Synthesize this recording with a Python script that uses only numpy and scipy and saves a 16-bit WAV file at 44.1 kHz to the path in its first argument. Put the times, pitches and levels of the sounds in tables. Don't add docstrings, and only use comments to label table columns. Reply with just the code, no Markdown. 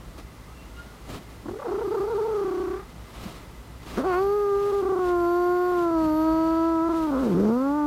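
import sys
import numpy as np
from scipy import signal
from scipy.fft import rfft, irfft, next_fast_len
from scipy.io import wavfile
from scipy.ndimage import map_coordinates

SR = 44100
rng = np.random.default_rng(int(sys.argv[2]) if len(sys.argv) > 2 else 0)


def how_loud(loudness_db):
    steps = np.asarray(loudness_db, float) / 20
    return 10 ** steps


def output_pcm(signal):
    pcm = np.clip(np.atleast_2d(signal).T, -1, 1) * 32767
    wavfile.write(sys.argv[1], SR, np.round(pcm).astype(np.int16))


N = 346626

# (f/Hz, level/dB)
ROOM_HISS = [(47, -41), (80, -7.5), (148, -13), (181, -22), (236, -6), (281, -9.5), (350, -11),
             (694, -16.5), (1200, -16), (1370, -18.5), (1470, -21.5), (2230, -25), (3780, -28),
             (15500, -37.5)]
# (f/Hz, level/dB)
RUMBLE = [(20, -36), (30, -22), (45, -2.5), (62, 2.5), (68, -3.5), (76, -34), (95, -16.5), (107, -4.5),
          (120, -11), (160, -11), (200, -13), (400, -100.5)]
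# (f/Hz, level/dB)
WHIR = [(1850, -15), (2000, 1.5), (2130, -3.5), (2250, -47), (3000, -80)]
# (f/Hz, level/dB)
CLOTH = [(150, -2), (250, 1), (399, -1.5), (945, -8), (1200, -5), (1410, -12.5), (3960, -15.5),
         (5700, -21.5), (15500, -30)]
# (peak t/s, hiss level/dB, rise/s, fall/s)
STROKES = [(.1, -65, 0.06, 0.078), (0.191, -45, .012, 0.011), (.63, -60, 0.03, 0.022),
           (.8, -57, 0.089, 0.15), (1.14, -38.5, 0.057, 0.048), (1.33, -56.5, 0.044, 0.025),
           (2.0, -55, 0.53, 1), (3.03, -61, 0.072, 0.025), (3.248, -41, 0.11, 0.14),
           (3.88, -44, 0.045, 0.072), (3.98, -41, 0.055, 0.038), (4.12, -46.5, 0.099, 0.16),
           (4.699, -45.5, 0.16, 0.18), (5.08, -44.5, .08, 0.049), (5.25, -56.5, 0.11, 0.45),
           (5.8, -47.5, 0.11, 0.071), (6.02, -47, 0.051, 0.087), (6.24, -55, 0.037, 0.022),
           (6.45, -56, 0.22, 0.13), (6.98, -44.5, 0.073, 0.16), (7.25, -44, 0.077, 0.12),
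           (7.55, -58, 0.095, 0.15)]
# (peak t/s, level/dB, length/s)
THUMPS = [(1.14, -40.5, 0.057), (1.493, -37.5, 0.037), (3.263, -29, 0.006), (3.953, -44, .03),
          (6.053, -38.5, 0.031)]
# (f/Hz, level/dB)
THUMP_COLOUR = [(50, -69), (80, 1.5), (130, -3.5), (220, 3.5), (400, -17), (1000, -56)]
# (start t/s, length/s, start f/Hz, end f/Hz, level/dB)
WHISTLES = [(.45, .11, 1210, 1310, -52), (.68, .33, 1390, 1450, -50), (.52, .17, 2660, 2790, -54),
            (.72, .16, 2820, 2930, -61)]
# (t/s, level/dB)
HIGH_HISS = [(1.5, -89), (1.85, -68), (2.7, -70), (2.9, -90), (4.0, -92), (4.15, -59), (4.9, -70),
             (5.2, -61), (5.7, -61), (5.95, -67), (6.15, -58), (6.8, -69), (7.3, -66)]
# (f/Hz, level/dB)
HIGH_HISS_COLOUR = [(9000, -42), (10700, -33), (11000, 3), (12500, 8), (14000, -1), (15500, -27)]

# (t/s, pitch f/Hz, fundamental level/dB, second partial level/dB, upper partials together level/dB)
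SHORT_YOWL = [(1.44, 335.5, -73, -80, -81), (1.46, 322.3, -32, -37, -37), (1.52, 410, -31, -44, -48),
              (1.575, 450.6, -36, -53, -54), (1.6, 594.9, -37, -39.5, -59), (1.635, 620, -38, -33.5, -65),
              (1.665, 477, -28.5, -39, -46), (1.685, 351, -30, -36, -39.5), (1.73, 423.6, -26.5, -38, -41),
              (1.755, 395, -26.5, -45, -41), (1.82, 479.4, -28.5, -36, -45.5),
              (1.875, 394.5, -25.5, -46, -38.5), (1.95, 474.4, -25, -31, -40.5),
              (1.98, 403.3, -25, -43, -35), (2.02, 400, -24, -39, -37.5),
              (2.11, 478.6, -28.5, -35.5, -45.5), (2.165, 407, -23.5, -45, -37),
              (2.19, 466, -26.5, -31, -46), (2.215, 426.6, -23, -46, -37), (2.255, 462.4, -27.5, -33, -49),
              (2.36, 426.6, -24, -43, -37.5), (2.48, 385, -27, -41.5, -39.7), (2.6, 376.6, -26.5, -44, -40),
              (2.75, 388, -28.5, -44, -40), (2.83, 408.5, -46, -54, -46), (2.86, 420, -79, -72, -83)]
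LONG_YOWL = [(3.96, 183.5, -57, -60, -56), (3.977, 195.6, -27, -25.5, -30), (4.0, 273, -24, -32, -37.5),
             (4.024, 251, -34, -36.5, -39), (4.064, 387.2, -24, -30.5, -35),
             (4.141, 350.8, -25.5, -30, -27), (4.23, 393.1, -23, -34, -35), (4.37, 414.4, -21.5, -41, -35),
             (4.531, 399.2, -22.5, -40.5, -33), (4.71, 407.7, -23.5, -41, -36.5),
             (4.93, 387.2, -23.5, -35, -34.5), (5.06, 357.6, -23.5, -34, -32.5),
             (5.25, 345, -23, -31, -31.5), (5.39, 353, -23, -31.5, -31.5), (5.71, 360, -23.5, -32.5, -31),
             (6.1, 308.2, -23, -32, -32.5), (6.28, 319.3, -22.5, -31.5, -31),
             (6.689, 329.5, -23, -32.5, -30.5), (6.8, 324, -23.5, -34.5, -30),
             (6.912, 338.6, -24, -34.5, -31.5), (7.07, 311.7, -25.5, -39.5, -34.5),
             (7.169, 254.7, -24.5, -28.5, -34), (7.21, 277, -24, -35.5, -37.5),
             (7.272, 222.2, -24, -28.5, -39), (7.348, 162.3, -24, -24, -37), (7.398, 196.6, -22, -25, -39),
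             (7.5, 220.3, -20.5, -26.5, -34), (7.596, 260.7, -24.5, -30.5, -36),
             (7.776, 300, -25, -37.5, -30.5), (7.86, 293.4, -23.5, -39, -31)]
# (t/s, roughness 0-1)
ROUGH = [(1.44, .95), (1.58, .8), (1.61, .45), (1.66, .7), (1.75, .6), (1.85, .22), (2.7, .17), (2.85, .35),
         (3.96, .8), (4.04, .55), (4.07, .12), (4.19, .13), (4.22, .02), (4.7, .02), (4.85, .07),
         (5.0, .06), (5.04, .02), (7.09, .03), (7.12, .4), (7.19, .3), (7.23, .6), (7.27, .75), (7.33, .55),
         (7.49, .65), (7.52, .08), (7.86, .02)]
# (t/s, opening 0-1)
MOUTH = [(1.4, .3), (1.9, .1), (2.4, .36), (2.9, .8), (3.96, 1), (4.03, .45), (4.13, .68), (4.19, .6),
         (4.21, 0), (5.8, 0), (6.3, .35), (6.6, .35), (6.8, .1), (7.86, .05)]
# (t/s, lower level/dB, upper level/dB)
NOSE = [(1.4, -3.5, 0), (1.9, 16, 0), (2.4, 12, 0), (3.96, 5, 0), (4.1, 20, 0), (4.4, 12, 0), (4.6, 0, 0),
        (5.0, 0, 16), (5.3, 15, 16), (5.65, 16, 16), (5.8, 4, 17), (6.05, 18, 15), (6.6, 18, 15),
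        (6.8, 4, 14), (7.3, 6, 5), (7.6, 12, 12), (7.86, 0, 14)]
# (f/Hz, level/dB)
THROAT = [(300, -6), (600, 6.5), (720, 1.5), (785, -12), (860, 4.5), (950, -0.5), (1350, -2), (1500, -13.5),
          (1750, -25), (2400, -38), (4000, -43), (9000, -55), (12000, -86), (15000, -66), (17000, -120)]
# (f/Hz, level/dB)
BREATH = [(200, -24), (400, -11), (1300, -7), (1800, -16.5), (3000, -26), (4600, -26), (6000, -23),
          (10000, -47), (15500, -53)]
# (f/Hz, level/dB)
NOSE_BREATH = [(4200, -47), (4500, 4), (4750, -2), (5100, -43)]
# (first t/s, last t/s, first dip/dB, last dip/dB, width/ms)
FLUTTERS = [(1.45, 1.641, -34, -18, 12.1), (1.677, 2.097, -10, -5.5, 7.74), (2.144, 2.413, -2, -2, 7.2),
            (2.447, 2.823, -8, -12.5, 6.5), (4.82, 4.989, -6, -11, 8.5)]
FLUTTER_RATES = [36, 31, 29.7, 32, 30]
# (t/s, dip/dB, width/ms)
CATCHES = [(4.721, -3.5, 10.1), (5.72, -2.5, 5), (5.91, -2.5, 6.7), (6.895, -5.5, 10), (6.935, -3.5, 7.64),
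           (7.074, -3, 12.1), (7.11, -2.5, 5), (7.59, -0.5, 4)]
# (f/Hz, width/Hz); the mouth opening moves and stretches that of the lips
LIPS, NOSE_LOW, NOSE_HIGH = (3000, 1100), (4500, 260), (7250, 230)

ROOM_T60 = .3
SOFTEST_S = .015
STIR_DB = -59.5
EARLY_LATE_S = .002
UNEVEN = .38


def unit(x):
    return x / np.sqrt(np.mean(x ** 2))


def along(points, hz):
    f, v = np.transpose(points)
    return np.interp(np.log(hz + 1), np.log(f + 1), v)


def curves(rows):
    s, *cols = np.transpose(rows)
    return [np.interp(np.arange(N) / SR, s, c) for c in cols]


def wobble(steps):
    return map_coordinates(rng.standard_normal(4000), [steps])


def slow(rate):
    return wobble(np.arange(N) * rate / SR)


def noise(spectrum):
    m = next_fast_len(N + SR // 4)
    gain = how_loud(along(spectrum, np.fft.rfftfreq(m, 1 / SR)))
    return unit(irfft(rfft(rng.standard_normal(m)) * gain, m)[:N])


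def room_tone():
    whir = how_loud(-63.0 + slow(5.4)) * noise(WHIR)
    rumble = how_loud(-45.0 + 1.5 * slow(3.08)) * noise(RUMBLE)
    hiss = how_loud(-49.0 + 0.2 * slow(3.18)) * noise(ROOM_HISS)
    return whir + rumble + hiss


def room(x):
    t = np.arange(SR // 2) / SR
    tail = rng.standard_normal(len(t)) * how_loud(-60 * t / ROOM_T60) * (t > .004)
    return signal.fftconvolve(x, tail / np.linalg.norm(tail))[:N]


def rustle():
    t = np.arange(N) / SR
    strokes = how_loud(STIR_DB)
    for s, db, rise, fall in STROKES:
        length = np.maximum(np.where(t < s, rise, fall), SOFTEST_S)
        strokes = strokes + how_loud(db) * np.exp(-((t - s) / length) ** 2)
    grain = how_loud(1.68 * slow(60) + 0.9 * slow(400))
    hiss = strokes * grain * noise(CLOTH)
    pushes = sum(how_loud(db) * np.exp(-((t - s) / length) ** 2) for s, db, length in THUMPS)
    return hiss + pushes * noise(THUMP_COLOUR)


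def whistles():
    t = np.arange(N) / SR

    def line(s, length, start_hz, end_hz, db):
        u = np.clip((t - s) / length, 0, 1)
        hz = (start_hz + (end_hz - start_hz) * u) * (1 + 0.008 * slow(48.3))
        swell = how_loud(db + 4.0 * slow(36.2)) * np.sin(np.pi * u) ** 2
        return swell * np.sin(2 * np.pi * np.cumsum(hz) / SR)

    return sum(line(*w) for w in WHISTLES)


def high_hiss():
    return how_loud(curves(HIGH_HISS)[0] + slow(6)) * noise(HIGH_HISS_COLOUR)


def flutter():
    bouts = []
    for (a, b, first, last, w), rate in zip(FLUTTERS, FLUTTER_RATES):
        bouts.append(np.linspace((a, first, w), (b, last, w), round((b - a) * rate) + 1))
    rows = np.vstack(bouts + [CATCHES])
    s, dip_db, width_ms = rows[np.argsort(rows[:, 0])].T
    luck = rng.standard_normal((len(s), 3))
    s = s + EARLY_LATE_S * luck[:, 0]
    dip_db = dip_db * np.exp(UNEVEN * luck[:, 1])
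    width_ms = width_ms * np.exp(UNEVEN * luck[:, 2])
    t = np.arange(N) / SR

    def shape(c, w, late):
        return np.exp(-np.abs((t - c) / (w / 1000 * np.where(t > c, late, .55))) ** 1.6)

    dips, slack = 0, 0
    for c, d, w in zip(s, dip_db, width_ms):
        dips = dips + d * shape(c, w, 0.21)
        slack = slack + np.minimum(np.abs(d), 9) ** .7 * shape(c, w, .7)
    return dips, slack


def throat(hz, mouth, low_db, high_db):
    def bump(f, mode):
        return np.exp(-((f - mode[0]) / mode[1]) ** 2)

    lips_db = 26.0 * mouth * bump(hz * (0.62 + 0.93 * mouth), LIPS)
    nose_db = low_db * bump(hz, NOSE_LOW) + high_db * bump(hz, NOSE_HIGH)
    return how_loud(along(THROAT, hz) + lips_db + nose_db)


def cat():
    silence = [(3.955, LONG_YOWL[0][1], -70, -75, -75)]
    smooth_hz, first_db, second_db, upper_db = curves(SHORT_YOWL + silence + LONG_YOWL)
    (rough,), (mouth,), (low_db, high_db) = curves(ROUGH), curves(MOUTH), curves(NOSE)
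    dips, slack = flutter()
    loose = slack * np.clip(.4 + 4 * rough, 0, 1)
    waver = .0016 * slow(40)
    hz = smooth_hz * (1 - .05 * loose) * (1 + waver)
    rough = np.minimum(rough + .07 * slack, 1)
    cycles = np.cumsum(hz) / SR

    def chance():
        return rough * np.tanh(wobble(cycles))

    size_db = dips + 1.8 * chance() + .2 * wobble(cycles) + .4 * slow(25)
    phase = 2 * np.pi * (cycles + .05 * chance())
    snap = phase + 2 * np.pi * 0.14 * chance() + 0.0149 * (smooth_hz - 328)

    at = np.arange(0, N, 32)
    setting = mouth[at], low_db[at], high_db[at]
    upper = np.arange(3, 46)
    total = np.sqrt(sum(throat(k * smooth_hz[at], *setting) ** 2 for k in upper))

    def share(k):
        return np.interp(np.arange(N), at, throat(k * hz[at], *setting) / total)

    first = how_loud(first_db) * np.cos(phase)
    second = how_loud(second_db) * np.cos(2 * snap + 3.11)
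    between = .8 * np.cos(1.5 * phase) + .45 * np.cos(2.5 * phase)
    halfway = how_loud(second_db) * rough * np.tanh(2 * wobble(cycles / 5)) * between
    overtones = how_loud(upper_db) * sum(share(k) * np.cos(k * snap + 2.7 - .02 * k * k) for k in upper)
    bright_db = 3.2 * chance() - 2.4 * loose + .9 * (slack - loose)
    tone = first + how_loud(bright_db) * (second + halfway + overtones)

    sway = 1 + 0.18 * np.cos(phase)
    breath = how_loud(first_db - 30 + 7 * rough + 8 * mouth) * sway * noise(BREATH)
    nose_breath = how_loud(first_db - 59.5 + low_db + 11 * rough) * noise(NOSE_BREATH)
    return how_loud(size_db) * np.sqrt(2) * tone + how_loud(dips) * (breath + nose_breath)


def scene():
    near = cat() + high_hiss()
    echo = how_loud(-22) * room(near)
    return (near + echo + whistles() + rustle() + room_tone())[None]


def roll_off(x):
    return signal.sosfilt(signal.butter(12, 15660, fs=SR, output="sos"), x)


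def record(dry):
    return roll_off(dry)


dry = scene()
out = record(dry)
output_pcm(out)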